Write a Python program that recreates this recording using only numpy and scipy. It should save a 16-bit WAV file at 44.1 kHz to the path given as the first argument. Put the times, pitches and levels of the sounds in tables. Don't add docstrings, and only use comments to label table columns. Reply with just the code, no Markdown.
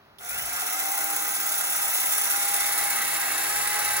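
import sys
import numpy as np
from scipy import signal
from scipy.fft import rfft, irfft, next_fast_len
from scipy.io import wavfile
from scipy.ndimage import uniform_filter1d, map_coordinates

SR = 44100
rng = np.random.default_rng(int(sys.argv[2]) if len(sys.argv) > 2 else 0)


def generate_wav(signal):
    frames = np.transpose(np.atleast_2d(signal))
    scaled = np.clip(frames, -1, 1) * 32767
    pcm = np.round(scaled).astype(np.int16)
    wavfile.write(sys.argv[1], SR, pcm)


N = 176400
TIME_S = np.arange(N) / SR
SWITCH_ON_S, CUT_FROM_S, CUT_FULL_S = .185, 1.9, 3.16
LOAD = np.clip((TIME_S - CUT_FROM_S) / (CUT_FULL_S - CUT_FROM_S), 0, 1)


def amp(db):
    return 10 ** (np.asarray(db) / 20)


def unit_rms(x):
    return x / np.sqrt(np.mean(x ** 2) + 1e-20)


def curves(rows, at=TIME_S):
    positions, *columns = np.transpose(rows)
    return [np.interp(at, positions, column) for column in columns]


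def wobble(knots_per_s):
    return map_coordinates(rng.standard_normal(N // 8), [TIME_S * knots_per_s + 2], mode="wrap")


def filtered(x, response):
    size = next_fast_len(N + SR // 4)
    return irfft(rfft(x, size) * response(np.fft.rfftfreq(size, 1 / SR)), size)[..., :N]


# freq_hz, free_correlation, cutting_correlation,
# free_left_lag_rad, cutting_left_lag_rad, left_minus_right_db
MIC_PAIR = [(60, .9, .88, 0, 0, .5), (550, .62, .55, .8, .5, -.5), (820, .75, .68, 1.5, 1.1, 2),
            (1200, .82, .82, 1.1, .8, -1.5), (1650, .77, .86, 1.7, 1.3, .5), (2050, .78, .84, 1.2, .8, -.5),
            (2350, .36, .52, 2.4, 1.7, 1.5), (2700, .42, .65, 2.6, 1.1, -.7),
            (3020, .93, .58, 3.14, 2.7, -.5), (3250, .58, .42, 3.2, 2.6, -1), (3600, .72, .4, 3.3, 1.6, -2),
            (4000, .2, .65, 2, .5, -3.5), (5550, .4, .48, 3.5, 3, -7), (5900, .65, .6, 6, 3.4, -8),
            (6450, .75, .12, 6.4, 6, -1.5), (7250, .7, .55, 8.1, 8.4, 1), (8520, .98, .94, 9.42, 9.42, 0),
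            (9500, .78, .78, 10.8, 10.8, 0), (10900, .94, .94, 12.57, 12.57, 0),
            (12600, .74, .74, 14.7, 14.7, 0), (13450, .98, .97, 15.7, 15.7, 0),
            (14400, .72, .72, 17.1, 17.1, 0), (15700, .92, .92, 18.8, 18.8, 0)]

def stereo_noise(spectrum, peaks=(), patchy_db=0, cutting=False):
    white = signal.stft(rng.standard_normal((2, N)), nperseg=2048)[2]
    patches = uniform_filter1d(rng.standard_normal(white.shape[1:]), size=2, axis=0)
    patches = uniform_filter1d(patches, size=16, axis=1)
    patchy = signal.istft(white * amp(patchy_db * unit_rms(patches)), nperseg=2048)[1][:, :N]

    def mid_side_eq(hz):
        free_correlation, cutting_correlation, *_ = curves(MIC_PAIR, hz)
        spread_rad = np.arccos(cutting_correlation if cutting else free_correlation) / 2
        eq_hz, eq_db = np.transpose(spectrum)
        base_db = np.interp(np.log(hz + 1), np.log(eq_hz + 1), eq_db)
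        boost_db = sum(db / (1 + (2 * (hz - centre) / width) ** 2) for centre, width, db in peaks)
        return amp(base_db + boost_db) * [np.cos(spread_rad), np.sin(spread_rad)]
    mid, side = filtered(patchy, mid_side_eq)
    return unit_rms(np.array([mid + side, mid - side]))


def resonant_noise(free_eq, cutting_eq, modes, patchy_db):
    free = stereo_noise(free_eq, [(hz, width, db) for hz, width, db, _ in modes], patchy_db)
    cutting_peaks = [(hz, width, db) for hz, width, _, db in modes]
    cutting = stereo_noise(cutting_eq, cutting_peaks, patchy_db, cutting=True)
    return np.sqrt(1 - LOAD) * free + np.sqrt(LOAD) * cutting


# freq_hz, gain_db
ROOM_EQ = [(20, -36), (40, -6), (100, -6), (400, -6), (1200, -5.5), (2600, -14.5), (4800, -20.5),
           (8000, -37.5), (15000, -25)]

def room_tone(air_db=-56, mains_hz=101, mains_db=-69.5):
    return amp(air_db) * stereo_noise(ROOM_EQ) + amp(mains_db) * np.sin(2 * np.pi * mains_hz * TIME_S)


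# freq_hz, gain_db
CLICK_EQ = [(200, -12), (1500, -40), (3000, 5), (5500, -8), (7000, -24), (15000, -14)]

def switch_click(level_db=-43.5, t60_s=.07):
    age_s = TIME_S - SWITCH_ON_S
    return (age_s > 0) * amp(level_db - 60 * np.abs(age_s) / t60_s) * stereo_noise(CLICK_EQ)


# time_s, pitch_hz
WHINE_PITCH = [(.18, 380), (.3, 510), (.4, 622), (.48, 675), (.6, 722), (.83, 779), (1, 794), (1.25, 807),
               (1.5, 812), (1.76, 811), (2.2, 802), (2.75, 815), (3, 810), (3.25, 813), (4, 834)]
WHINE_PER_TURN = 6

def motor_turns():
    whine_hz, = curves(WHINE_PITCH)
    return np.cumsum(whine_hz * (TIME_S > SWITCH_ON_S)) / SR / WHINE_PER_TURN


# time_s, whine_db, hum_db, mesh_db
TONE_LEVELS = [(.2, -62.5, -71, -80), (.72, -45.5, -62.5, -46), (.92, -35, -57.5, -51),
               (1.25, -43.5, -54, -51), (1.5, -46.5, -66.5, -56), (1.95, -52.5, -64, -52),
               (2.25, -43, -82, -42.5), (2.52, -37, -63, -43.5), (2.85, -40, -62, -41.5),
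               (3.4, -44, -54.5, -47.5), (3.8, -36, -65, -46), (4, -38.5, -68, -43)]
# time_s, level_db
WHISTLE_LEVELS = [(.22, -78), (.3, -41), (.4, -42), (.52, -59), (4, -49)]
FAINT_ORDERS = [28 / 3, 47.7, 48.4]
# free_db, cutting_db
FAINT_LEVELS = [(-56, -54), (-47, -61), (-54.5, -64)]

def motor(turns, spin_up_power=3.7):
    def tone(cycles_per_turn, level_db, flutter_db=1.6, jitter_rad=.13):
        phase = 2 * np.pi * cycles_per_turn * turns + jitter_rad * wobble(45)
        return np.sqrt(2) * amp(level_db + flutter_db * wobble(13)) * np.sin(phase)
    whine_db, hum_db, mesh_db = curves(TONE_LEVELS)
    whine = tone(WHINE_PER_TURN, whine_db, flutter_db=1.1)
    hum = tone(7 / 3, hum_db, flutter_db=1.1)
    mesh = tone(49 / 3, mesh_db)
    faint = sum(tone(order, free_db + (cutting_db - free_db) * LOAD)
                for order, (free_db, cutting_db) in zip(FAINT_ORDERS, FAINT_LEVELS))
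    whistle = tone(28, curves(WHISTLE_LEVELS)[0])
    whine_hz, = curves(WHINE_PITCH)
    spin_up = (whine_hz / whine_hz.max()) ** spin_up_power
    return whine + hum + mesh + whistle + spin_up * faint


# freq_hz, gain_db
GEARS_FREE_EQ = [(40, -24.5), (200, -19), (520, -12), (700, -1), (1000, -2.5), (1750, -3.5), (2300, -3.5),
                 (3000, -9), (5000, -20)]
GEARS_CUTTING_EQ = [(40, -35), (200, -19), (520, -13), (700, -3.5), (1000, -3), (1750, 1), (2300, -4.5),
                    (3000, -7.5), (5000, -14)]
# centre_hz, width_hz, free_boost_db, cutting_boost_db
HOUSING_MODES = [(320, 45, 6.5, 2.5), (429, 86, 5, 7), (792, 127, 4.5, 2), (1266, 39, 7.5, 8),
                 (1428, 150, 8, 0.5), (1619, 29, 11, 7.5), (2007, 150, 8.5, 7), (2172, 37, 7.5, 4.5),
                 (2648, 92, 7.5, 8)]

def gears(fader_db, trim_db=3, churn_db=.9):
    churn = amp(fader_db + trim_db + churn_db * wobble(120))
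    return churn * resonant_noise(GEARS_FREE_EQ, GEARS_CUTTING_EQ, HOUSING_MODES, patchy_db=2.1)


def edge_catches(rate_per_s=130, jump_db=-7.5, decay_s=.0035):
    jumps = (rng.random(N) < rate_per_s / SR) * rng.random(N)
    relaxing = signal.lfilter([1], [1, -np.exp(-1 / (decay_s * SR))], jumps)
    return unit_rms(1 + amp(jump_db) * relaxing)


# freq_hz, gain_db
SCRAPE_FREE_EQ = [(1500, -27), (2800, -7.5), (3500, -4), (4500, -7.5), (6000, -4.5), (7600, 1),
                  (8700, -10.5), (10500, -45)]
SCRAPE_CUTTING_EQ = [(1500, -46), (2800, -11), (3600, -1), (4600, 0), (6200, -2.5), (7600, 1.5), (8700, 6),
                     (10500, -25)]
HISS_EQ = [(6000, -50), (8300, -4.5), (9500, 0), (10500, -1), (12200, -2), (13500, -2), (14500, -5.5),
           (15700, -2)]
# centre_hz, width_hz, free_boost_db, cutting_boost_db
BLADE_MODES = [(3530, 160, 7, 2), (4250, 200, 0, 1), (5844, 240, 8, 6), (7200, 290, 1.5, 9.5),
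               (7670, 290, 5.5, 7), (10280, 520, 2, 4), (10950, 160, 0.5, 6), (11700, 150, 1, -2),
               (13600, 400, 5, 5.5), (15400, 470, 8, 5)]
# position_turns, scrape_gain_db, hiss_gain_db
BLADE_WARP = [(0, -1.1, -2.2), (.14, -1, -2.8), (.2, .3, 2.4), (.27, 1.3, 3.8), (.35, .5, 1.4),
              (.42, .9, 1.1), (.52, -.3, -.5), (.67, -.7, -1.1), (.75, .8, .9), (.86, -.1, -.3)]

def blade(turns, scrape_fader_db, hiss_fader_db, scrape_trim_db=3, hiss_trim_db=2, grit_db=.7):
    blade_turns = turns / 8.083 + .225
    position, *rubs = np.transpose(BLADE_WARP)
    scrape_rub_db, hiss_rub_db = [np.interp(blade_turns, position, rub, period=1) for rub in rubs]
    scrape = resonant_noise(SCRAPE_FREE_EQ, SCRAPE_CUTTING_EQ, BLADE_MODES, patchy_db=3.1)
    hiss = resonant_noise(HISS_EQ, HISS_EQ, BLADE_MODES, patchy_db=3.1)
    scrape *= amp(scrape_fader_db + scrape_trim_db + scrape_rub_db)
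    hiss *= amp(hiss_fader_db + hiss_trim_db + hiss_rub_db)
    return (scrape + hiss) * edge_catches() * amp(grit_db * wobble(900))


# centre_hz, width_hz, level_db, t60_s
JOLT_MODES = [(744, 71, -41.5, 2.9), (1423, 85, -41, 6.6)]

def housing_ring(attack_s=.12):
    def band(hz, width):
        skirt_below = [(20, -50), (hz / 2, -50), (hz - width, -14)]
        return stereo_noise(skirt_below + [(hz, 0), (hz + width, -14), (hz * 2, -50)])
    age_s = np.maximum(TIME_S - SWITCH_ON_S, 0)
    ring = sum(amp(db - 60 * age_s / t60_s) * band(hz, width) for hz, width, db, t60_s in JOLT_MODES)
    return (1 - np.exp(-age_s / attack_s)) * ring


# peak_s, sigma_s, level_db
RAIL_BUMPS = [(0.428, 0.1, -49.5), (3.604, 0.066, -49.5), (3.92, .1, -52)]
# freq_hz, gain_db
BUMP_EQ = [(20, -34), (36, -31), (50, 0), (68, -19), (120, -9.5), (300, -29)]
RUMBLE_EQ = [(25, -25), (60, -12), (130, 8), (220, -14), (500, -19)]

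def carriage(rumble_db=-59.5):
    bumps = sum(amp(db) * np.exp(-.5 * ((TIME_S - peak_s) / sigma_s) ** 2)
                for peak_s, sigma_s, db in RAIL_BUMPS)
    return bumps * stereo_noise(BUMP_EQ) + amp(rumble_db) * LOAD * stereo_noise(RUMBLE_EQ)


# time_s, gears_db, scrape_db, hiss_db
FADERS = [(0.19, -66, -62, -52.5), (0.21, -47.5, -57, -48), (0.25, -48.5, -45.5, -39),
          (0.31, -42.5, -42.5, -34.5), (0.59, -38, -38, -31.5), (0.89, -37, -38, -29),
          (1.45, -37.5, -36.5, -28.5), (2.12, -36, -34.5, -25.5), (2.6, -34.5, -34, -26.5),
          (3.15, -33.5, -36, -28.5), (4.0, -32.5, -34.5, -29.5)]

def scene():
    running = TIME_S > SWITCH_ON_S
    turns = motor_turns()
    gears_db, scrape_db, hiss_db = curves(FADERS)
    cutter = motor(turns) + gears(gears_db) + blade(turns, scrape_db, hiss_db)
    return running * cutter + switch_click() + housing_ring() + carriage() + room_tone()


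def record(dry, high_cut_hz=15800):
    hz, frame_s, spectra = signal.stft(dry, SR, nperseg=1024)
    _, _, free_lag_rad, cutting_lag_rad, balance_db = curves(MIC_PAIR, hz[:, None])
    lag_rad = free_lag_rad + (cutting_lag_rad - free_lag_rad) * np.interp(frame_s, TIME_S, LOAD)
    sides = np.array([.5, -.5])[:, None, None]
    placed = spectra * amp(sides * balance_db) * np.exp(-1j * sides * lag_rad)
    heard = signal.istft(placed, SR, nperseg=1024)[1][:, :N]
    return filtered(heard, lambda hz: hz < high_cut_hz)


dry = scene()
out = record(dry)
generate_wav(out)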